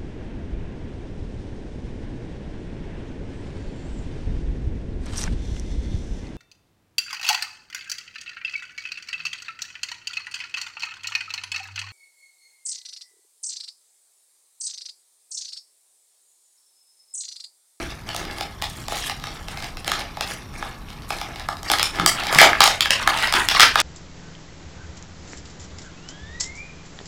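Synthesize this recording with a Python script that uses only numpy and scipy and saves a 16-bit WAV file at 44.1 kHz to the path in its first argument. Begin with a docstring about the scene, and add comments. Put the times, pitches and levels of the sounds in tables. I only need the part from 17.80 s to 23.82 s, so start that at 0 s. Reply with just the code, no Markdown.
"""Close by the microphone in a small room, hands turn a small open cardboard box over a table.
From the start: steady low room rumble, soft pushes on the hollow box, strokes, snaps and light ticks of the card.
From about 4 s a stiff plastic tray is pulled out: louder, denser snaps and scrapes, and the loudest snaps clip.
Snaps are noise bursts through resonances; strokes are random slips through the box modes, ringing creases
and fizz; pushes are short decaying tones; the room answers with tails of fading noise."""
import sys
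import numpy as np
from scipy import signal
from scipy.fft import rfft, irfft, next_fast_len
from scipy.io import wavfile
from scipy.ndimage import uniform_filter1d, map_coordinates

SR = 44100
rng = np.random.default_rng(int(sys.argv[2]) if len(sys.argv) > 2 else 0)


def natural_amplitude(level_db):
    """Convert a level in decibels to a linear amplitude factor, elementwise."""
    exponent = np.asarray(level_db, float) / 20
    return 10 ** exponent


def file_out(sig):
    """Save sig as 16-bit WAV at sys.argv[1]."""
    # one column per channel
    cols = np.atleast_2d(sig).T
    # limit, then scale
    lim = np.clip(cols, -1, 1)
    pcm = np.round(lim * 32767).astype(np.int16)
    wavfile.write(sys.argv[1], SR, pcm)


N = 265375  # length in samples, about 6 s

# steady room noise, spectrum before its overall level is set: pitch_hz, relative_level_db
AIR_SPECTRUM = [(12, -49), (20, 5), (163, -5.5), (541, -22), (1150, -17.5), (2810, -46), (14600, -40),
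                (15900, -67)]
# decay of the room: pitch_hz, t60_s
ROOM_DECAY = [(300, 0.33), (2000, 0.25), (6000, 0.23), (14000, 0.21)]
# resonances of the box walls: pitch_hz, width_hz, relative_level_db
BOX_MODES = [(320, 114, 1.5), (681, 109, 3), (817, 56.6, 6.5), (1250, 167, 2.5), (1697, 94, 4),
             (2163, 166, 1.5)]
# soft pushes of the hands on the hollow box: time_s, peak_db, pitch_hz
PUSHES = [(0.004, -25.5, 310), (0.417, -29, 352), (4.2, -21, 170), (4.237, -20, 330), (4.561, -19.5, 162),
          (4.61, -19, 327), (5.551, -22.5, 320)]
# strokes of fingers and tray sliding on the card:
# start_s, length_s, sheet_rustle_db, box_walls_over_rustle_db, surface_fizz_over_rustle_db
STROKES = [(-.05, 0.046, -29, -4.5, -8), (0.073, 0.034, -41, -3, -9), (0.247, 0.2, -43.5, 3.5, -6.5),
           (0.476, 0.17, -51, 9.5, -1), (0.843, 0.18, -47.5, -7, 0), (1.099, 0.18, -33.5, -9.5, -4),
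           (1.414, 0.19, -48, 0.5, -6.5), (1.662, 0.21, -48.5, 3.5, -3), (2.053, 0.17, -37, 0, -12),
           (2.458, 0.053, -34, -4.5, -7), (2.729, 0.16, -47.5, 3.5, -7.5), (3.063, 0.19, -59, -4, -10),
           (3.28, 0.12, -44.5, 2, -1), (3.45, 0.17, -52, 9, -15), (3.836, 0.12, -34.5, -1, -11),
           (4.122, 0.093, -39.5, 8, -8), (4.296, 0.27, -30.5, -6.5, -17), (4.503, 0.12, -31, 4, -2),
           (4.598, 0.046, -20, 0, -28), (4.727, 0.22, -34.5, -6, -14), (5.152, 0.089, -31, -8, -15),
           (5.248, 0.13, -30.5, -4, -9.5), (5.399, 0.046, -23.5, -32, -12), (5.543, 0.062, -20, -12, -9.5),
           (5.729, 0.15, -23, -19, -18), (5.968, 0.023, -17.5, -11, -18)]
# middle pitch of the creases, lower where the wide tray bends: time_s, pitch_hz
CREASE_PITCH = [(0, 3850), (4.1, 3960), (4.3, 2270), (4.9, 2520), (5.45, 2190), (5.6, 1750), (5.72, 3520)]
# fizz of the sheet surfaces, spectrum: pitch_hz, relative_level_db
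FIZZ_SPECTRUM = [(4500, -38), (6500, -10), (10000, -12), (14000, -23), (16500, -27)]
# snaps of card and plastic: time_s, crack_peak_db, knock_over_crack_db, knock_pitch_hz, treble_over_crack_db
SNAPS = [(0.3471, -20, -2, 700, -1), (0.3636, -13, -24, 714, -2), (0.6095, -10.5, -9, 810, -21),
         (0.822, -9.5, -13.5, 780, -3), (0.8408, -14, -12, 875, -22), (1.083, -16, -6.5, 820, -4),
         (1.1216, -18, 1.5, 710, -19), (1.131, -21.5, -5, 794, -19), (1.297, -11, -9, 920, -8),
         (1.4396, -16.5, -4.5, 1190, -36), (2.0783, -8.5, -14, 840, -1.5), (2.1174, -6.5, -2.5, 1290, -4),
         (2.371, -21, -1.5, 785, -23), (2.4092, -7.5, -11.5, 850, -14), (2.8258, -22.5, 8, 1180, -6),
         (3.305, -11.5, -3.5, 910, -38), (3.4143, -14, -5.5, 950, -24), (3.6874, -16, 5.5, 1100, -6),
         (3.8308, -25, -3, 900, 5.5), (3.9, -3.5, -9.5, 930, -13), (3.9164, -7, -7, 810, 7.5),
         (3.936, -12.5, 7, 1410, -26), (3.9855, -7, -28, 1090, -22), (3.996, -3.5, -9.5, 990, -29),
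         (4.029, -3.5, -12.5, 1270, 2), (4.1976, -10, 4, 1310, -38), (4.2617, 3, -8, 1200, 5),
         (4.5267, -8.5, -4.5, 730, -9), (4.5481, -2.5, -26, 910, -9), (4.5865, 7, 4, 2180, -7),
         (4.598, -3, -9, 1980, -10), (4.6064, -3, 9.5, 2210, 0.5), (4.6144, 8.5, -9, 710, -2),
         (4.6284, -6.5, 3.5, 755, -24), (4.731, -15.5, 13, 1750, -39), (4.8054, 8.5, -5, 1086, -44),
         (4.818, 1, -7, 1110, -19), (4.8396, 1, -7, 1250, 1.5), (4.8766, -1, -10, 790, -5.5),
         (5.0072, 2.5, -39, 1120, -5.5), (5.0572, -8.5, 1.5, 1680, -42), (5.1064, 5.5, -24, 905, -10.5),
         (5.275, -2.5, 3.5, 1304, -3), (5.5248, -6.5, -5, 1130, -6), (5.5385, -2, -2.5, 1270, -30),
         (5.6868, 4, -34, 1280, -25), (5.7017, -13, -23, 1140, -38), (5.7971, 7, -8.5, 1250, -35),
         (5.8054, 10.5, -12, 1420, -48), (5.8162, 4.5, -31, 1230, -32), (5.8312, 4.5, -1, 1610, -42),
         (5.9565, -3, 4, 1250, -31), (6.002, -1, -29, 1300, -5)]
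# light ticks of nails and small folds on card and tray, and faint repeats that follow some snaps a few ms
# later: time_s, crack_peak_db
TICKS = [(.29, -14.5), (.3331, -28), (0.452, -20), (.511, -21), (0.5843, -18), (0.817, -21), (.877, -36),
         (1.1703, -15.5), (1.3987, -24), (1.4216, -32), (1.47, -18.5), (1.684, -16.5), (1.773, -19),
         (1.8035, -23), (1.8243, -18.5), (1.8432, -18.5), (1.9708, -18), (2.0456, -18), (2.1938, -17.5),
         (2.475, -19.5), (2.739, -33), (3.103, -26.5), (3.221, -28), (3.386, -19.5), (3.559, -21),
         (3.597, -18), (3.769, -22.5), (4.158, -16.5), (4.401, -13.5), (4.436, -12.5), (4.469, -9),
         (4.8338, -7), (5.0178, -21), (5.18, -27), (5.2644, -26), (5.3424, -15.5), (5.3565, -30),
         (5.3744, -11), (5.3873, -11.5), (5.4254, -10), (5.473, -8.5), (5.4811, -16), (5.7124, -5),
         (5.7493, -6)]
# shared by all ticks: knock_over_crack_db, knock_pitch_hz, treble_over_crack_db
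TICK_TIMBRE = (-13.5, 805, -22)


def unit(x):
    """Scaled to rms 1."""
    return x / np.sqrt(np.mean(x ** 2) + 1e-20)


def peaked(rows):
    """Each row scaled to peak 1."""
    return rows / np.abs(rows).max(axis=1, keepdims=True)


def along(points, hz):
    """(Hz, value) points read on a log axis."""
    point_hz, value = np.transpose(points)
    return np.interp(np.log(hz + 1), np.log(point_hz + 1), value)


def filtered(x, response):
    """x passed through a complex response of frequency."""
    n = x.shape[-1]
    padded = next_fast_len(n + 4096)
    spectrum = rfft(x, padded) * response(np.fft.rfftfreq(padded, 1 / SR))
    return irfft(spectrum, padded)[..., :n]


def mode(f, hz, width_hz):
    """One causal resonance, of gain 1 at its pitch."""
    return 1j * f * width_hz / (hz ** 2 - f ** 2 + 1j * f * width_hz)


def placed(times, rows):
    """Rows of sound added in at their times."""
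    at = np.round(times * SR).astype(int)[:, None] + np.arange(rows.shape[1])
    return np.bincount(np.clip(at, 0, N).ravel(), rows.ravel(), N + 1)[:N]


def wander(count, at):
    """A smooth random curve through count normal draws, read at fractional positions."""
    return map_coordinates(rng.standard_normal(count), [at])


def air():
    """Steady rumble and hiss of the room: noise shaped by a fixed spectrum."""
    noise = filtered(rng.standard_normal(N), lambda f: natural_amplitude(along(AIR_SPECTRUM, f)))
    return natural_amplitude(-38) * unit(noise)  # rms level


def room_tail():
    """Diffuse echoes: noise that builds up, then fades at each pitch's own rate, duller than the source."""
    build_s, dull_hz = 0.01, 7000
    waver_db, waver_rate = 2, 150  # the tail's level wavers at random, which makes it grainy
    hz, t, z = signal.stft(rng.standard_normal(SR // 2), SR, nperseg=256)
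    swell = 1 - np.exp(-(t / build_s) ** 2)  # the diffuse field takes a moment to build
    fade = np.exp(-np.log(1000) * t / along(ROOM_DECAY, hz)[:, None])
    dulling = np.hypot(1, hz / dull_hz)[:, None]
    tail = signal.istft(z * swell * fade / dulling, SR, nperseg=256)[1]
    tail = tail * natural_amplitude(waver_db * wander(SR // 100, np.arange(len(tail)) * waver_rate / SR))
    return tail / np.linalg.norm(tail)


def room(near, around):
    """What faces the microphone, plus a diffuse tail of what goes all around."""
    out = np.pad(near, (0, SR))
    step = SR // 12  # a fresh random tail for every twelfth of a second
    for start in range(0, N, step):
        wet = signal.fftconvolve(around[start:start + step], room_tail())
        out[start:start + len(wet)] += wet
    return out[:N]


def box(f):
    """The walls of the box ring in the same modes whatever excites them; signs alternate from mode to mode."""
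    return sum((-1) ** k * natural_amplitude(db) * mode(f, hz, width) for k, (hz, width, db) in enumerate(BOX_MODES))


def thumps():
    """A soft push swells and dies within a few cycles of the air in the box."""
    rise_s, decay_cycles = 0.0011, 1.4
    time_s, peak_db, hz = np.transpose(PUSHES)[:, :, None]
    t = np.arange(SR // 8) / SR
    envelope = (1 - np.exp(-t / rise_s)) * np.exp(-t * hz / decay_cycles)
    rows = np.sin(2 * np.pi * hz * t) * envelope
    return placed(time_s[:, 0] - .003, natural_amplitude(peak_db) * peaked(rows))  # begins 3 ms ahead of its time


def slips(per_s, scatter_db, clump_db, clump_rate):
    """Stick-slip: random tiny releases of unequal size that come in clumps."""
    chance = rng.random(N)
    sign, size = rng.standard_normal((2, N))
    clumps = wander(N // 100, np.arange(N) * clump_rate / SR)
    return (chance < per_s / SR) * np.sign(sign) * natural_amplitude(scatter_db * size + clump_db * clumps)


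def creases(per_s, spread, cycles, scatter_db):
    """Small creases pop in clumps: each gives a sharp tick and rings a few cycles at its own pitch."""
    count = round(per_s * N / SR)
    when = rng.random(count) * N / SR
    pitch, size, phase = rng.standard_normal((3, count, 1))
    clumps = wander(N // 100, when * 70)[:, None]
    gain = natural_amplitude(np.minimum(scatter_db * size + 3 * clumps, 8))
    middle_hz = np.interp(when, *np.transpose(CREASE_PITCH))[:, None]
    hz = np.clip(middle_hz * np.exp(spread * pitch), 900, 5600)
    t = np.arange(SR // 200) / SR
    rings = np.sin(2 * np.pi * hz * t + phase) * np.exp(-t * hz / cycles)
    rings = rings * (1 - np.exp(-t / 0.000081))  # soft onset
    return placed(when, gain * rings), placed(when, gain * np.sign(phase))


def patchy(x):
    """As the sheet bends, bands of its sound swell and sink at random."""
    depth_db = 3  # rms
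    z = signal.stft(x, nperseg=512)[2]
    field = uniform_filter1d(rng.standard_normal(z.shape), size=5, axis=0)  # smooth in pitch
    field = uniform_filter1d(field, size=16, axis=1)  # smooth in time
    return unit(signal.istft(z * natural_amplitude(depth_db * unit(field)), nperseg=512)[1][:N])


def rubbing():
    """Slips ring the walls of the box, creases rustle in the sheets; their ticks and finer slips fizz on top."""
    grip_s, let_go_s = 0.032, 0.038  # a stroke swells as the hand grips and fades as it lets go
    t = np.arange(N) / SR
    # the hands never hold the box quite still
    wall, sheet, surface = np.full((3, N), natural_amplitude([[-55], [-52], [-63]]))
    for start, length, db, wall_db, fizz_db in STROKES:
        swell = np.clip((t - start) / grip_s, 0, 1)
        fade = np.exp(-np.maximum(t - start - length, 0) / let_go_s)
        shape = natural_amplitude(db) * swell * fade
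        wall = wall + natural_amplitude(wall_db) * shape
        sheet = sheet + shape
        surface = surface + natural_amplitude(fizz_db) * shape
    walls = filtered(slips(900, scatter_db=5, clump_db=2, clump_rate=40), box)
    rustle, ticks = creases(per_s=1500, spread=.45, cycles=4, scatter_db=4.5)
    fine = slips(2500, scatter_db=6, clump_db=5, clump_rate=70)
    fizz = filtered(unit(ticks) + natural_amplitude(8) * unit(fine), lambda f: natural_amplitude(along(FIZZ_SPECTRUM, f)))
    return wall * unit(walls) + sheet * patchy(rustle) + surface * patchy(fizz)


def crack(f):
    """Bright resonances of a snapping sheet."""
    return mode(f, 2390, 3100) - natural_amplitude(6.0) * mode(f, 3660, 1094) + natural_amplitude(0.5) * mode(f, 5140, 750)


def snaps():
    """A buckling sheet releases in a burst of a few ms: a crack, a spray of treble and a knock of the box."""
    release_s = .0006  # a buckle lets go almost at once
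    events = list(SNAPS) + [(*row, *TICK_TIMBRE) for row in TICKS]
    time_s, db, knock_db, knock_hz, treble_db = np.transpose(events)[:, :, None]
    t = np.arange(SR // 30) / SR

    def treble(f):
        return mode(f, 6700, 7300) ** 2

    def knock(f):  # each spot favours the box modes near its pitch
        return box(f) * mode(f, knock_hz, 0.83 * knock_hz) ** 2

    # colour, life_s, jolt over the noise, peak_db, level into the room over the near sound_db
    parts = ((crack, .0022, 6, db, -2.5),
             (treble, .0012, 3, db + treble_db, -2.5),
             (knock, .001, 12, db + knock_db, -7.5))
    near, around = 0, 0
    for colour, life_s, jolt, part_db, room_db in parts:
        envelope = (1 - np.exp(-t / release_s)) * np.exp(-(t / life_s) ** 2)
        burst = rng.standard_normal((len(time_s), len(t))) * envelope
        burst = burst + jolt * np.sign(burst[:, 1:2]) * (t == 0)  # one clean jolt, then ragged after-slips
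        facing = natural_amplitude(part_db) * peaked(filtered(burst, colour))
        near = near + facing
        around = around + natural_amplitude(room_db) * facing
    return placed(time_s[:, 0], near), placed(time_s[:, 0], around)


def scene():
    """Everything the hands do close by the microphone, in the room."""
    pushes, handling = thumps(), rubbing()
    snaps_near, snaps_around = snaps()
    near = snaps_near + handling + pushes
    around = snaps_around + natural_amplitude(-10) * handling + natural_amplitude(-4.5) * pushes
    return (room(near, around) + air())[None]


def low_pass(x):
    """Removes everything above the highest recorded frequency."""
    return signal.sosfilt(signal.butter(12, 16040, fs=SR, output="sos"), x)


def record(dry):
    """The microphone input clips hard at full scale."""
    clipped = np.clip(dry, -1, 1)
    return low_pass(clipped)


dry = scene()
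out = record(dry)
file_out(out)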